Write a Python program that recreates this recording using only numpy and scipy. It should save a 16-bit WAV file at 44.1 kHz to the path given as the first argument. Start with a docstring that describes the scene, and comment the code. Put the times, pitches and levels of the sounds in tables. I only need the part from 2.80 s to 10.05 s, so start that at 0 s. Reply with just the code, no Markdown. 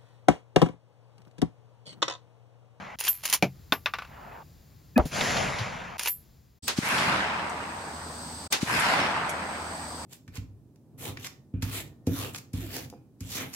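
"""Rifle shots and their echoes

At an outdoor bench a rifle's lever rattles, the empty brass case rings, drops and bounces, and a shot
rolls back from the trees. Two more shots follow in a field, beside a gel block on a table, where insects
sing and something hums. Each blast is short and choked; its echo swells up and dies away, treble first."""
import sys
import numpy as np
from scipy import signal
from scipy.fft import rfft, irfft
from scipy.io import wavfile
from scipy.ndimage import uniform_filter1d

SR = 44100
rng = np.random.default_rng(int(sys.argv[2]) if len(sys.argv) > 2 else 0)


def wrap_up_sound(samples):
    """Save the sound to the file named by the first command line argument, as 16-bit audio."""
    columns = np.atleast_2d(samples).T
    # keep every value between -1 and 1, then stretch to whole-number steps
    tamed = np.clip(columns, -1, 1)
    steps = np.round(tamed * 32767).astype(np.int16)
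    wavfile.write(sys.argv[1], SR, steps)


N = 319725
TIME = np.arange(N) / SR
BINS = np.fft.rfftfreq(4096, 1 / SR)  # the pitches at which filters are set [Hz]
BENCH_SHOT_S, SCENE_CHANGE_S, FIELD_START_S = 2.178, 3.8, 3.838

# how alike left and right are, for close sounds and all around each place: (pitch [Hz], likeness [-1 to 1])
CLOSE = [(100, 0.89), (2000, 1), (5000, 0.85), (8000, 0.36), (11000, .25), (16000, .3)]
BENCH_LIKENESS = [(30, .8), (80, .93), (200, .78), (450, 0.31), (1400, 0.22), (2200, 0.99), (5000, 0.88),
                  (8000, .3), (16000, .2)]
FIELD_LIKENESS = [(30, 0.89), (100, 1), (250, 0.96), (600, 0.67), (1300, .25), (2500, -0.15),
                  (5000, -0.026), (8000, 0.26), (16000, -0.24)]
# tone of the outdoor background at each place: (pitch [Hz], level [dB])
BENCH_AIR = [(20, -30), (40, -6.5), (70, 0), (150, -3.5), (230, -14), (480, -21), (900, -26.5), (1500, -30),
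             (3000, -34), (4900, -30), (6000, -34), (7400, -31), (10000, -38.5), (14500, -30.5),
             (16000, -34)]
FIELD_AIR = [(25, -23), (55, -8.5), (85, 1), (140, -5), (260, -1.5), (400, -15.5), (900, -21), (1500, -27),
             (2500, -22.5), (4000, -14.5), (7500, -18.5), (10000, -24.5), (15500, -37.5)]
# how the bench background rises and falls: (time [s], level [dB])
BENCH_AIR_LEVELS = [(0, -63.5), (0.8, -51.5), (1.5, -52), (2.1, -53.5), (3.1, -59), (3.45, -54.5),
                    (3.785, -60.5), (3.795, -100)]
# tone of the echo at its height: (pitch [Hz], level [dB])
BENCH_ECHO = [(18, -38), (30, -14), (174, -1.5), (319, -15), (666, -5), (1130, -9.5), (2170, -9.5),
              (3980, -19), (6720, -18), (7670, -21.5), (8300, -57), (8980, -29.5), (9710, -24),
              (14000, -44.5), (16000, -49)]
FIELD_ECHO = [(24, -54.5), (40, -55), (81, -12), (155, -2.5), (392, -10.5), (965, -1.5), (1090, -3),
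              (1630, -1.5), (2440, -5.5), (3740, -15), (5050, -16), (6020, -21), (10700, -27), (13100, -33),
              (16000, -84)]
# how each pitch of the echo gains or fades against the whole: (pitch [Hz], change [dB per s])
BENCH_FADE = [(60, 5), (200, 4), (400, -1.5), (1000, 8), (2500, -0.5), (5000, -10.5), (10000, -21.5),
              (16000, -42.5)]
FIELD_FADE = [(60, -12), (200, 4.5), (400, 10), (900, 10), (2000, -1.5), (4000, -5), (8000, -31),
              (16000, -60)]
# echoes at the bench, the first from a shot already fired: (shot time [s], level [dB], end [s])
BENCH_ROLLS = [(-0.95, -26, 0.156), (BENCH_SHOT_S, -26.5, 3.17)]
# a faint, dull roll from far off: (start [s], level [dB], end [s])
FAR_ROLL = (1.13, -44.5, 1.63)
# single returns that stand out of the echo: (time [s], level [dB], fade time [s])
SLAPS = [(2.408, -21.5, 0.052), (2.567, -25, 0.067), (2.784, -32, 0.24), (4.179, -26.5, 0.18),
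         (6.2, -28, 0.027)]
# tone of the rifle's steel parts: (pitch [Hz], level [dB])
STEEL_TONE = [(120, -69), (200, -17), (601, -10.5), (735, -9.5), (950, -0.5), (1210, -7), (2910, 0.5),
              (3620, -5.5), (6640, -3.5), (8270, -12), (8900, -4.5), (9750, -1), (11700, -9.5), (14600, -7),
              (16000, -25.5)]
# ringing notes of the rifle's steel frame: (pitch [Hz], level [dB], fade time [s])
FRAME_NOTES = [(1696, -13.5, .04), (2800, -6, 0.048), (3140, -5.5, 0.049), (3460, -8, 0.03),
               (5300, -27.5, 0.02)]
# the lever opens, shuts and opens: (start [s], stop [s], scrape [dB], ring [dB])
STROKES = [(0.188, 0.2784, -32, -18), (0.431, 0.542, -35, -30.5), (3.182, 3.268, -33, -37)]
# hammer, lifter and lock knock: (time [s], level [dB], fade time [s], treble tilt [dB per octave])
KNOCKS = [(0.1928, -34, .07, 4), (0.2026, -26, 0.075, 9), (0.2092, -25.5, .015, -2),
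          (0.2392, -27, .03, 3.5), (0.2515, -28, .065, 5), (0.2801, -20, 0.037, 2.5),
          (0.436, -31, 0.057, -1), (0.4541, -20.5, 0.065, 2.5), (0.4989, -22.5, 0.028, 3),
          (0.527, -16, .08, 0.5), (0.5361, -14, .06, 3.5), (0.546, -20.5, .075, 1.5),
          (3.194, -22.5, 0.036, -0.5), (3.2097, -31.5, 0.029, -5), (3.2334, -26, .022, 1.5),
          (3.2585, -23, .027, -2.5), (3.2732, -21.5, 0.066, -0.5)]
# ringing notes of the brass case: (pitch [Hz], level [dB], fade time [s])
BRASS_NOTES = [(7270, -26, 0.19), (10820, -15.5, 0.24), (12300, -6.5, .13), (12310, -4, 0.19),
               (12400, -11, 0.21), (15300, -17.5, .12), (15290, -12, .13)]
# the empty case is flicked out: (time [s], level [dB])
EJECTIONS = [(0.282, -15.5), (3.273, -16)]
# it lands on the plastic table top: (time [s], level [dB], fade time [s])
LANDING = (0.6245, -11, 0.095)
# tone of the table's thud: (pitch [Hz], level [dB])
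TABLE_TONE = [(47, -35.5), (80, -15.5), (130, 4), (316, -3), (451, -9), (734, -5.5), (1090, -19.5),
              (1900, -22.5), (2380, -10.5), (3320, -26), (6450, -28), (8410, -41.5), (12800, -39.5),
              (16000, -50.5)]
# tone of the hard surface where the case bounces: (pitch [Hz], level [dB])
SURFACE_TONE = [(150, 0.5), (450, 1), (1150, 1.5), (1500, -1), (2100, -4), (2650, -2.5), (3150, -10.5),
                (3800, -11), (4500, -13), (5700, -12), (7000, -20.5), (10000, -17.5), (16000, -25)]
# ringing notes of the table and of each bounce: (pitch [Hz], level [dB], fade time [s])
TABLE_NOTES = [(133.9, -12.5, 0.33), (185.4, -7.5, 0.17), (294.5, -12.5, 0.053), (454, -12, 0.1),
               (574, -5.5, 0.077), (729, -9, 0.079), (2340, -0.5, 0.034)]
BOUNCE_NOTES = [(1170, -5.5, 0.11), (1485, 4, 0.04), (1763, -8, 0.06), (2550, 0.5, 0.034),
                (2700, -4, 0.037), (3570, 3, 0.032), (3690, -5.5, 0.032), (5260, -8, 0.039)]
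# a brief ring as the rifle fires: (pitch [Hz], level [dB], fade time [s])
FIRING_NOTES = [(1720, -25.5, 0.042), (2505, -25.5, 0.055)]
# bands of insect song: (pitch [Hz], width [Hz], level [dB])
INSECT_BANDS = [(4750, 760, -3.5), (8220, 880, 0.5)]
# notes of the low hum: (pitch [Hz], level [dB])
HUM_NOTES = [(79.5, -47.5), (161, -53), (243, -52.5)]
# shots in the field: (time [s], crack [dB], gas [dB], gas hold [s], thump delay [s], thump [dB],
# echo [dB], time until the background is back [s])
FIELD_SHOTS = [(3.8793, -21, -25, 0.013, 0.1056, -10.5, -23.5, 1.56),
               (5.7242, -17.5, -22, 0.013, 0.1037, -13, -22.5, 1.28)]
# the block and debris settle: (time [s], level [dB], fade time [s], lowest pitch [Hz], highest pitch [Hz])
TICKS = [(4.085, -41, 0.067, 11500, 13000), (4.694, -42, 0.072, 5000, 9600),
         (5.995, -29, 0.079, 8100, 10300), (6.492, -33.5, 0.096, 5760, 10500)]
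# thin rings after the last shot: (time [s], level [dB])
PINGS = [(5.92, -40), (6.04, -40), (6.205, -34.5)]
# their one note: (pitch [Hz], level [dB], fade time [s])
PING_NOTE = [(5170, 0, 0.22)]


def amp(db):
    """Turns decibels into a gain to multiply by."""
    return 10 ** (np.asarray(db) / 20)


def evened(x):
    """Scales a signal to an average power of 1."""
    return x / np.sqrt(np.mean(x ** 2) + 1e-20)


def read(points, hz=BINS):
    """Reads a table at the given pitches, blending between its rows."""
    pitch, value = np.transpose(points)
    return np.interp(np.log(hz + 1), np.log(pitch + 1), value)


def gate(start, end, ramp):
    """1 between two times, with straight ramps to 0 outside them."""
    return np.clip(1 + np.minimum(TIME - start, end - TIME) / ramp, 0, 1)


def dying(age, fade):
    """Stays at 1 until age 0, then drops 60 dB in every fade time."""
    return np.exp(-np.log(1000) * np.maximum(age, 0) / fade)


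def wobble(size):
    """A random wander, smoothed over size samples."""
    return evened(uniform_filter1d(rng.standard_normal(N), size))


def add(mix, s, sound):
    """Mixes a stereo sound in, starting at s seconds."""
    part = mix[:, round(s * SR):][:, :sound.shape[1]]
    part += sound[:, :part.shape[1]]


def noise(likeness, size=N):
    """Stereo hiss; a table or one number says how alike the two sides are."""
    a, b = rfft(rng.standard_normal((2, size)))
    same = likeness if np.isscalar(likeness) else read(likeness, np.fft.rfftfreq(size, 1 / SR))
    mid, side = a * np.sqrt((1 + same) / 2), b * np.sqrt((1 - same) / 2)
    return irfft([mid + side, mid - side], size)


def colour(x, db):
    """Filters a sound to the tone curve db, with no ringing ahead of the sound."""
    log_gain = np.log(amp(np.maximum(db - db.max(), -100)))
    mirrored = np.r_[log_gain, log_gain[-2:0:-1]]
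    taps = np.fft.ifft(np.exp(np.conj(signal.hilbert(mirrored)))).real
    return signal.oaconvolve(x, taps[None], axes=1)[:, :x.shape[1]]


def band(low_hz, high_hz, order=6):
    """Tone curve in dB that keeps one range of pitches; a higher order has steeper edges."""
    return -10 * np.log10((1 + (low_hz / (BINS + 1)) ** (order - 2)) * (1 + (BINS / high_hz) ** order))


def hiss(db, likeness):
    """Steady noise with the tone curve db."""
    return evened(colour(noise(likeness), db))


def strike(rise, fade):
    """Loudness of a hit: it climbs to 1 in rise seconds, then dies away."""
    t = TIME[:16384]
    return np.sin(np.pi / 2 * np.minimum(t / rise, 1)) ** 2 * dying(t - rise, fade)


def burst(db, rise, fade, likeness=CLOSE):
    """A dying cloud of vibrations with the tone curve db."""
    shape = strike(rise, fade)
    return evened(colour(noise(likeness, len(shape)) * shape, db)) * np.sqrt(np.mean(shape ** 2))


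def ring(notes, rise, spread):
    """Pure notes that die away; spread is how far left and right are out of step, in radians."""
    out = 0
    for hz, db, fade in notes:
        shape = strike(rise, fade)
        phase = rng.uniform(0, 2 * np.pi) + spread * rng.choice([-.5, .5]) * np.array([[1], [-1]])
        out = out + amp(db) * shape * np.sin(2 * np.pi * hz * TIME[:len(shape)] + phase)
    return out


def gas(db, hz, rise, fade, same):
    """A puff of blast noise between two pitches; same is its left-right likeness."""
    return amp(db) * burst(band(*hz), rise, fade, same)


def thump(db, hz, rise, fade, lag=0):
    """A quickly dying swing of air pressure, lag seconds later in the right ear."""
    shape = strike(rise, fade)
    t = TIME[:len(shape)]
    shape = np.where(t < rise, np.sqrt(shape), shape)  # pressure builds steeply
    swing = shape * np.cos(2 * np.pi * hz * (t - np.array([[0], [lag]])))
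    balanced = colour(swing, band(0.42 * hz, 2500))  # push and pull cancel, leaving no steady pressure
    return amp(db) * amp([[1.1], [-1.1]]) * balanced


def bench_air():
    """Distant rumble and hiss around the bench, a little to the left."""
    s, db = np.transpose(BENCH_AIR_LEVELS)
    loudness = amp(np.interp(TIME, s, db, right=-200))
    return hiss(read(BENCH_AIR), BENCH_LIKENESS) * loudness * amp([[.9], [-.9]])


def roll(shot_s, db, end_s, crest_db, loss_db_per_s):
    """Loudness of an echo: it swells from the edge of the wood, then spreads out and is soaked up."""
    edge_s, swell_s, depth_s = 0.13, 0.045, 0.43
    age = TIME - shot_s
    swell = 1 - np.exp(-np.maximum(age - edge_s, 0) / swell_s)
    swell *= amp(-crest_db * np.clip(1 - age / depth_s, 0, 1))
    swell = np.maximum(swell, amp(-25.5))  # open ground scatters a little back first
    late = np.maximum(age, depth_s)
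    spreading_db = 8 * np.log2(late / depth_s)  # 8 dB for each doubling of the path
    absorbed_db = loss_db_per_s * (late - depth_s)
    return amp(db - spreading_db - absorbed_db) * swell * gate(shot_s, end_s, ramp=0.0034)


def echo(height_s, tone, fade, likeness, lumpy_db, patchy_db):
    """Countless trunks throw the blast back; later returns have crossed more air and are duller."""
    lumps = amp(lumpy_db * wobble(90))
    hz, t, slices = signal.stft(noise(likeness) * lumps, SR, nperseg=1024)
    age = np.clip(t - height_s, -.15, 1.1)
    patches = uniform_filter1d(rng.standard_normal(slices.shape[1:]), size=9, axis=0)
    patches = evened(uniform_filter1d(patches, size=5, axis=1))  # uneven in both pitch and time
    gain = amp(read(tone, hz)[:, None] + read(fade, hz)[:, None] * age + patchy_db * patches)
    gain /= np.sqrt(np.mean(gain ** 2, axis=0))  # change the tone, not the loudness
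    return evened(signal.istft(slices * gain, SR, nperseg=1024)[1][:, :N])


def trees():
    """The woods send back rolling echoes at both places, with a few single slaps."""
    out = np.zeros((2, N))
    for s, db, end in BENCH_ROLLS:
        wash = echo(s + 0.31, BENCH_ECHO, BENCH_FADE, BENCH_LIKENESS, lumpy_db=1, patchy_db=1.53)
        out += wash * roll(s, db, end, crest_db=-0.5, loss_db_per_s=10) * amp([[.5], [-.5]])
    far = echo(0.44, FIELD_ECHO, FIELD_FADE, BENCH_LIKENESS, lumpy_db=1.5, patchy_db=1.7)
    out += far * roll(*FAR_ROLL, crest_db=5.5, loss_db_per_s=39)
    for s, *_, db, _ in FIELD_SHOTS:
        wash = echo(s + 0.34, FIELD_ECHO, FIELD_FADE, FIELD_LIKENESS, lumpy_db=1.42, patchy_db=1.6)
        out += wash * roll(s, db, TIME[-1], crest_db=1.5, loss_db_per_s=4)
    for s, db, fade in SLAPS:
        add(out, s, gas(db, hz=(800, 4300), rise=0.0025, fade=fade, same=0.81))
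    return out


def lever():
    """The bolt scrapes back and forth, parts knock and rattle, and each stop rings the frame."""
    steel_db, out, speed = read(STEEL_TONE), np.zeros((2, N)), 0
    for s, db, fade, tilt_db in KNOCKS:
        tone_db = steel_db + tilt_db * np.log2(np.maximum(BINS, 2000) / 5000)
        contact = amp(3) * burst(tone_db, rise=.0003, fade=.007)
        shiver = amp(-2.5) * burst(tone_db, rise=0.0018, fade=fade)
        add(out, s, amp(db) * (contact + shiver))
    for start, stop, scrape_db, ring_db in STROKES:
        to_go = np.clip((stop - TIME) / (stop - start), 0, 1)
        swell = amp(scrape_db - 10 * to_go)  # the scrape grows 10 dB as the bolt gathers speed
        speed += (TIME > start) * swell * dying(TIME - stop, fade=0.14)
        add(out, stop, amp(ring_db) * ring(FRAME_NOTES, rise=0.00041, spread=.2))
    speed += amp(-56.5) * gate(STROKES[0][1], STROKES[1][1], ramp=0.036)  # the open lever stirs in the hand
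    catching = amp(3.5 * wobble(60))  # sliding steel grips and slips
    clicks = rng.standard_normal(N) * (rng.random(N) < 160 / SR)  # loose parts, about 160 a second
    rattle = signal.oaconvolve(clicks[None], burst(steel_db, rise=0.00034, fade=0.0068), axes=1)[:, :N]
    scrape = colour(noise(CLOSE) * catching, steel_db)
    return out + speed * (evened(scrape) + amp(-5.5) * evened(rattle))


def spent_case():
    """The brass rings as it flies out, thuds on the table, then bounces to rest."""
    brass, knocks = np.zeros((2, 2, N))
    s, db, fade = LANDING
    for at, ring_db in EJECTIONS + [(s, -44.5)]:  # it rings faintly on landing too
        add(brass, at, amp(ring_db) * ring(BRASS_NOTES, rise=0.01, spread=.45))
    thud = amp(-3) * burst(read(TABLE_TONE) + band(170, 16000), rise=.0012, fade=fade)
    table_ring = amp(-3.5) * ring(TABLE_NOTES, rise=0.0022, spread=.05)
    rim = amp(-16) * burst(band(900, 9000), rise=.0003, fade=0.008)  # the rim touches first
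    add(knocks, s, amp(db) * (thud + table_ring) + rim)
    return brass + (knocks + bounces(s=0.9221, count=8)) * amp([[.6], [-.6]])


def bounces(s, count):
    """The case clacks on a hard surface, flat at first, then end to end, ever sooner and softer."""
    tip_s, flight_s, flight_share = 0.019, 0.1176, 0.497
    out = np.zeros((2, N))
    add(out, s, amp(-23) * burst(band(3500, 4500, order=12), rise=.0005, fade=0.038))  # the first hard bite
    for k in range(count):
        tone_db = read(SURFACE_TONE) + (band(1000, 4500) if k else band(130, 8960))
        rise = 0.0005 + 0.00029 * k * k  # later contacts are less sudden
        clack = burst(tone_db, rise, fade=0.1) + amp(3.5) * burst(tone_db, rise, fade=0.0087)
        rim = amp(-16) * burst(band(6950, 15000), rise, fade=0.037)
        top_hz = 5600 * 0.72 ** k  # softer contacts wake fewer high notes
        clink = colour(ring(BOUNCE_NOTES, rise, spread=0.23), band(100, top_hz))
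        loss_db = (3.5 + 0.5 * k) * k
        add(out, s, amp(-19 - loss_db) * (clack + rim + clink))
        add(out, s, amp(-33.5 - 19 * k) * ring(BRASS_NOTES, rise=0.0086, spread=0.47))
        s += tip_s + flight_s * flight_share ** k  # time to tip over, plus an ever shorter flight
    return out


def bench_shot():
    """A first push of air, a sharp crack, a choked boom, then returns from the surroundings."""
    out, s = np.zeros((2, N)), BENCH_SHOT_S
    add(out, s - .022, ring(FIRING_NOTES, rise=0.011, spread=1.2))
    push = thump(db=-8.5, hz=240, rise=.015, fade=.014, lag=-0.00047)
    push += gas(db=-25.5, hz=(300, 900), rise=.009, fade=0.055, same=.24)
    crack = gas(db=-21.5, hz=(500, 4500), rise=0.00058, fade=0.007, same=.7)
    crack += gas(db=-26, hz=(9000, 15000), rise=.0004, fade=.018, same=.4)
    body = gas(db=-13.5, hz=(248, 715), rise=.0006, fade=.12, same=1)
    boom = thump(db=-13.5, hz=66.4, rise=0.011, fade=0.065, lag=-.0014)
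    boom += gas(db=-18, hz=(130, 890), rise=0.01, fade=0.059, same=.5)
    sizzle = gas(db=-41.5, hz=(1500, 10900), rise=0.0077, fade=0.3, same=0.85)
    near_return = thump(db=-22, hz=154, rise=0.001, fade=.073)
    near_return += gas(db=-30, hz=(250, 443), rise=0.0052, fade=0.035, same=0.74)
    rumble = gas(db=-36, hz=(110, 650), rise=0.084, fade=.7, same=.7)
    fizz = gas(db=-53, hz=(11800, 15000), rise=0.13, fade=.7, same=.3)
    far_return = thump(db=-27, hz=111, rise=0.031, fade=0.1)
    for delay, sound in [(-.017, push), (0, crack + body), (.01, boom), (.072, sizzle),
                         (.077, near_return), (.15, rumble + fizz), (.612, far_return)]:
        add(out, s + delay, sound)
    return out


def insects():
    """Insects in the grass: two narrow bands of song with a thin fizz above."""
    song = sum(amp(db) / (1 + (2 * (BINS - hz) / width) ** 4) for hz, width, db in INSECT_BANDS)
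    chorus = amp(-45.5) * hiss(20 * np.log10(song), likeness=[(5000, 0.4), (8000, 0.99)])
    return chorus + amp(-59.5) * hiss(band(10500, 13500), likeness=.3)


def hum():
    """Three low notes whose pitch wavers together."""
    wavering_time = np.cumsum(1 + 0.0111 * wobble(6000)) / SR
    return amp(0.2) * sum(amp(db) * np.sin(2 * np.pi * hz * wavering_time) for hz, db in HUM_NOTES)


def field_background():
    """Distant rumble and hiss, insects and hum; all dip after a shot and creep back."""
    air_db_per_s, insect_db_per_s = 6, 15
    wait = sum((TIME > s) * np.maximum(s + back - TIME, 0) for s, *_, back in FIELD_SHOTS)
    air = amp(-44) * hiss(read(FIELD_AIR), FIELD_LIKENESS)
    out = insects() * amp(-insect_db_per_s * wait) + (air + hum()) * amp(-air_db_per_s * wait)
    return out * gate(FIELD_START_S, TIME[-1], ramp=0.015)


def field_shots():
    """Each shot is a crack and a rush of gas; a tenth of a second later a short swell ends in a thump."""
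    out = np.zeros((2, N))
    for s, crack_db, gas_db, hold, delay, thump_db, _, _ in FIELD_SHOTS:
        add(out, s - .011, gas(db=-37.5, hz=(1500, 9000), rise=.008, fade=.05, same=.3))  # a hiss leads in
        add(out, s, gas(crack_db, hz=(790, 13500), rise=0.0026, fade=0.031, same=0.22))
        rush = hiss(band(220, 5900), likeness=0.16) * gate(s, TIME[-1], ramp=0.0012)
        out += amp(gas_db) * rush * dying(TIME - s - hold, fade=0.19)
        add(out, s + delay - .029, gas(db=-33.5, hz=(500, 6840), rise=0.024, fade=0.34, same=0.15))
        add(out, s + delay, thump(thump_db, hz=207, rise=0.0045, fade=0.0081, lag=0.00033))
    return out


def settling():
    """Small ticks and thin rings as the block and debris settle after the blasts."""
    out = np.zeros((2, N))
    for s, db, fade, low_hz, high_hz in TICKS:
        add(out, s, amp(db) * burst(band(low_hz, high_hz, order=16), rise=0.0028, fade=fade, likeness=.33))
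    for s, db in PINGS:
        add(out, s, amp(db) * ring(PING_NOTE, rise=0.011, spread=0.9))
    return out


def scene():
    """The close sounds at both places, with the echoes and backgrounds around them."""
    close = lever() + spent_case() + bench_shot() + field_shots() + settling()
    return close + trees() + bench_air() + field_background()


def record(dry):
    """Cuts a thin treble band at the bench, dips before the last shot, softens peaks, trims the top."""
    notch = signal.butter(4, (7680, 8900), "bandstop", fs=SR, output="sos")
    out = np.where(TIME < SCENE_CHANGE_S, signal.sosfilt(notch, dry), dry)
    gap = (TIME > 5.675) & (TIME < 5.706)  # a moment of near silence
    out *= 1 - .995 * uniform_filter1d(gap.astype(float), size=300)
    out = 0.69 * np.tanh(out / 0.71)  # gentle overload
    treble_cut = signal.firwin(301, 16000, window=("kaiser", 8), fs=SR)
    return signal.oaconvolve(out, treble_cut[None], "same", axes=1)


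dry = scene()
out = record(dry)
wrap_up_sound(out)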